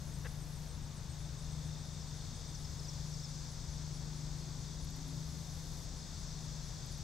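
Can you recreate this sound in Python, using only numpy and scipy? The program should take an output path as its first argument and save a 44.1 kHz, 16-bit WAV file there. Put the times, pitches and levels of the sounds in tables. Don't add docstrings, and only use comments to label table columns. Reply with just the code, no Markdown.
import sys
import numpy as np
from scipy.fft import rfft, irfft, next_fast_len
from scipy.io import wavfile
from scipy.ndimage import map_coordinates

SR = 44100
rng = np.random.default_rng(int(sys.argv[2]) if len(sys.argv) > 2 else 0)


def log_audio(samples):
    frames = np.atleast_2d(samples).T
    limited = np.clip(frames, -1, 1)
    pcm = np.round(limited * 32767).astype(np.int16)
    wavfile.write(sys.argv[1], SR, pcm)


N = 310023
T = np.arange(N) / SR


def amp(db):
    return 10 ** (np.asarray(db) / 20)


def unit(x):
    return x / np.sqrt(np.mean(x ** 2) + 1e-20)


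def along(points, hz):
    knot_hz, values = np.transpose(points)
    return np.interp(np.log(hz + 1), np.log(knot_hz + 1), values)


def curves(rows):
    times_s, *columns = np.transpose(rows)
    return [np.interp(T, times_s, column) for column in columns]


def wobble(rate_hz):
    return map_coordinates(rng.standard_normal(int(N * rate_hz / SR) + 4), [T * rate_hz])


def cycles(hz):
    return 2 * np.pi * (np.cumsum(hz * np.ones(N)) / SR + rng.random())


def filtered(x, response):
    size = next_fast_len(N + SR // 4)
    return irfft(rfft(x, size) * response(np.fft.rfftfreq(size, 1 / SR)), size)[..., :N]


def colour(points):
    return lambda f: amp(along(points, f))


def body(modes):
    return lambda f: sum((-1) ** k * amp(db) * 1j * f * width_hz / (hz * hz - f * f + 1j * f * width_hz)
                         for k, (hz, width_hz, db) in enumerate(modes))


def band(centre_hz, sigma_hz):
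    return lambda f: np.exp(-.5 * ((f - centre_hz) / sigma_hz) ** 2)


def noise(response, gate=1):
    # frequency in Hz, left-right likeness (capped at 1 below).
    likeness = [(30, 1.2), (70, 0.7), (130, 1.1), (300, 0.8), (1000, 0.7), (5000, .79), (8000, 0.5),
                (13000, 0.1)]

    def mid_side_response(f):
        alike = np.clip(along(likeness, f), 0, 1)
        return response(f) * np.sqrt([1 + alike, 1 - alike])

    mid, side = filtered(rng.standard_normal((2, N)) * gate, mid_side_response)
    return np.array([mid + side, mid - side]) / np.std(mid)


def strokes(rate_hz, drift, sharp):
    phase = cycles(rate_hz * (1 + drift * wobble(5)))
    return unit(np.exp(sharp * np.cos(phase)))


def syllables(runs, gap_s, length_s, scatter_db=1.5):
    gate = np.zeros(N)
    for first_s, last_s in runs:
        for s in np.linspace(first_s, last_s, round(abs(last_s - first_s) / gap_s) + 1):
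            span = slice(max(int((s - length_s) * SR), 0), int((s + length_s) * SR))
            shape = np.exp(-(2 * (T[span] - s) / length_s) ** 4)
            gate[span] += amp(scatter_db * rng.standard_normal()) * shape
    return gate


def wing_tone(hz, stray):
    return np.sqrt(2) * np.sin(cycles(hz * (1 + stray * wobble(160))))


def cicadas():
    # time in seconds, chorus effort in dB.
    effort = [(0.0, -58.5), (0.45, -59.5), (0.9, -58.5), (1.55, -56.5), (3.35, -54), (3.86, -55),
              (5.7, -55), (6.52, -54), (7.03, -54)]
    # frequency in Hz, relative density in dB.
    chorus_spectrum = [(2800, -37), (3300, -9), (3900, -5), (4050, -9), (4250, -1), (4500, -4),
                       (5100, -1.5), (5450, -2), (6300, -1), (7000, -2.5), (7300, -8), (7700, -4),
                       (8150, -5.5), (8700, -19), (10000, -60)]
    # a far singer's pitch in Hz, level in dB re the effort.
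    far_singers = [(3360, -20.5), (4230, -20), (4660, -18.5), (5060, -17), (5660, -15.5), (6160, -17),
                   (6340, -15)]
    # tymbal resonance in Hz, width in Hz, gain in dB.
    tymbal_modes = [(4330, 110, -9), (4940, 53, 10), (5230, 220, -6), (5730, 270, -6), (6100, 71, -1),
                    (6400, 240, 4)]
    effort_db, = curves(effort)
    hiss = amp(-1.7 + 0.3 * wobble(11)) * noise(colour(chorus_spectrum))
    drones = sum(amp(db + 1.7 * wobble(3.02)) * noise(band(hz, 35)) for hz, db in far_singers)
    clicks = strokes(rate_hz=377.7, drift=.001, sharp=2.2)
    ring = filtered(noise(body(tymbal_modes), clicks), band(4700, 1700))
    snap = noise(band(5560, 980), clicks)
    near_db = -67 + 2.8 * (effort_db - effort_db.mean())
    nearest = amp(near_db + wobble(9.5)) * (amp(-2) * ring + amp(-1) * snap)
    return amp(effort_db) * (hiss + drones) + nearest


def crickets():
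    # crest time in seconds, rise in dB/s, crest level in dB.
    trill_swells = [(1.9, 5, -65.5), (6.6, 1, -67.5)]
    chirp_runs = [(0.01, 2.495)]
    rest_db, fall_db_per_s = -72, 2.5
    swells_db = [db - np.maximum(rise * (s - T), fall_db_per_s * (T - s)) for s, rise, db in trill_swells]
    trill_db = np.maximum(rest_db, np.max(swells_db, axis=0))
    wing_phase = cycles(50 + .08 * wobble(5))
    rattle = unit(np.exp(1.05 * np.cos(wing_phase))) * amp(.7 * wobble(22))
    voice = wing_tone(3620 - 65 * np.sin(wing_phase), stray=0.00582) + amp(-8) * noise(band(3680, 90))
    trill = amp(trill_db + 0.71 * wobble(2.9)) * rattle * voice
    chirps = syllables(chirp_runs, gap_s=.138, length_s=0.038) * wing_tone(8195, stray=0.0033)
    return trill + amp(-65) * chirps


def katydids():
    lisp_runs = [(.08, .96), (1.21, 1.87), (2.17, 2.81), (3.08, 4.83), (5.09, 6.66), (6.93, 6.93)]
    tick_runs = [(4.848, 5.082), (6.863, 6.982)]
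    # start and end in seconds, relative level at each in dB.
    buzz_spans = [(-0.1, 0.69, -69, -67.5), (2.5, 3.25, -74, -74), (5.116, 5.851, -70.5, -65.5)]
    # frequency in Hz, relative density of the wings' ring in dB.
    wing_spectrum = [(7000, -40), (9000, -5), (9900, -5), (10900, -4), (11400, -4), (11850, 0), (12250, -9),
                     (13000, -8), (14500, -16), (15700, -13)]
    lisp_gate = syllables(lisp_runs, gap_s=.22, length_s=0.061)
    lisps = lisp_gate * strokes(rate_hz=147, drift=0.038, sharp=0.63) * noise(band(10470, 420))
    ticks = syllables(tick_runs, gap_s=.059, length_s=0.0073) * noise(band(11900, 1202))
    buzz_gate = sum(amp(np.interp(T, [start_s, end_s], [first_db, last_db])) * (T > start_s) * (T < end_s)
                    for start_s, end_s, first_db, last_db in buzz_spans)
    buzzes = buzz_gate * strokes(rate_hz=60, drift=0.0031, sharp=0.59) * noise(colour(wing_spectrum))
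    return amp(-71) * lisps + amp(-63.5) * ticks + amp(-1.5) * buzzes


def bird(end_hz=4770):
    # start in seconds, length in seconds, start pitch in Hz, relative level in dB.
    chips = [(2.004, .024, 5600, -57), (2.544, .019, 6250, -48), (2.646, 0.016, 5400, -49),
             (2.791, .014, 5470, -51), (2.846, .012, 5300, -51), (2.882, .019, 6000, -45),
             (3.136, .0153, 5650, -48.5), (3.195, 0.0086, 5040, -48), (3.232, .028, 5700, -48)]
    song = np.zeros(N)
    for start_s, length_s, start_hz, db in chips:
        progress = np.linspace(0, 1, int(length_s * SR))
        hz = start_hz + (end_hz - start_hz) * progress ** 1.79
        envelope = amp(db) * np.sqrt(2 * abs(np.sin(np.pi * progress)))
        song[int(start_s * SR):][:len(hz)] += envelope * np.sin(2 * np.pi * np.cumsum(hz) / SR)
    return amp(-1.5) * song


def creak(start_s=.246, count=6, gap_s=.0042, scatter_s=.0005):
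    # resonance in Hz, width in Hz, gain in dB.
    body_modes = [(483, 45, 4), (1070, 310, -9), (1640, 120, 1.5), (1980, 180, -6), (2680, 120, -8),
                  (3650, 200, -11)]
    slips, t = np.zeros(N), np.arange(SR // 100) / SR
    for k in range(count):
        slip_s = start_s + k * gap_s + scatter_s * rng.standard_normal()
        push = 0.13 * rng.standard_normal(len(t)) * amp(-60 * t / 0.01)
        push[0] = 1
        push_db = -8.5 - 2 * abs(k - (count - 1) / 2)
        slips[int(slip_s * SR):][:len(t)] += amp(push_db) * push
    return filtered(slips, body(body_modes))


def engine(cylinders=6):
    # time in seconds, firing rate in Hz, relative level in dB.
    running = [(0.0, 151, -49.5), (0.08, 150.5, -47), (1.02, 149.8, -50), (1.53, 153.1, -47),
               (2.51, 148.9, -51.5), (3.11, 151.4, -45), (3.62, 151.0, -50.5), (3.99, 151.6, -46.5),
               (4.44, 151, -47.5), (5.64, 158, -49), (6.13, 158, -55.5), (6.32, 154.4, -49),
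               (6.99, 149.5, -51), (7.03, 147.6, -47)]
    # multiple of the cycle rate, relative level in dB.
    orders = [(2, -10), (3, -17), (5, -6.5), (6, 0), (7, -15), (8, -26)]
    firing_hz, level_db = curves(running)
    cycle_phase = cycles(firing_hz / cylinders)
    drone = np.zeros(N)
    for order, order_db in orders:
        gain = amp(level_db + order_db + 1.08 * wobble(4.236))
        drone += gain * np.sin(order * cycle_phase + 0.14 * wobble(3.7) + rng.uniform(0, 2 * np.pi))
    return np.sqrt(2) * amp(-0.1) * drone


def machines():
    # pitch in Hz, level in dB.
    hums = [(32.8, -54.5), (71, -57.5), (503, -80.5), (589, -78)]
    return np.sqrt(2) * sum(amp(db + 2.9 * wobble(2.98)) * np.sin(cycles(hz * (1 + 0.00575 * wobble(4))))
                            for hz, db in hums)


def vehicle(pass_s=4.8, pass_hz=267, climb_hz_per_s=12, hold_s=1.1, fade_db_per_s=10.5):
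    phase = cycles(pass_hz + climb_hz_per_s * (T - pass_s) + 3 * wobble(14))
    tones = np.sin(phase) + amp(-5) * np.sin(phase * 4 / 3)
    level_db = -65.5 - fade_db_per_s * np.maximum(abs(T - pass_s) - hold_s / 2, 0)
    return np.sqrt(2) * amp(level_db + 2.5 * wobble(9.7)) * tones


def traffic():
    # frequency in Hz, relative density in dB.
    rumble_spectrum = [(5, -13), (17, -8), (45, -0.5), (70, 2.5), (95, -2), (140, -4), (175, -8.5),
                       (230, -13), (300, -20.5), (450, -32.5), (900, -76)]
    wash_spectrum = [(100, -28), (250, 2.5), (450, 0.5), (650, -1), (950, -0.5), (1250, -4.5), (1800, -6.5),
                     (2700, -10.5), (5000, -9), (9000, -16), (11500, -19), (13500, -19.5), (15700, -24)]
    rumble = amp(-48.5 + 0.51 * wobble(2.68)) * noise(colour(rumble_spectrum))
    wash = amp(-58 + 0.3 * wobble(4.37)) * noise(colour(wash_spectrum))
    return rumble + wash


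def scene():
    # frequency in Hz, left minus right in dB.
    lean = [(130, 7.1), (350, 6.3), (1400, 5), (2800, 4.8), (5600, 3.9), (10000, 2.3), (14000, 1.3)]

    def balance(f):
        lean_db = along(lean, f)
        sides = amp([lean_db / 2, -lean_db / 2])
        return sides / sides.mean(axis=0)

    mix = traffic() + cicadas() + crickets() + katydids()
    mix += engine() + machines() + vehicle() + bird() + creak()
    return filtered(mix, balance)


def record(dry):
    return filtered(dry, lambda hz: hz < 15700)


dry = scene()
out = record(dry)
log_audio(out)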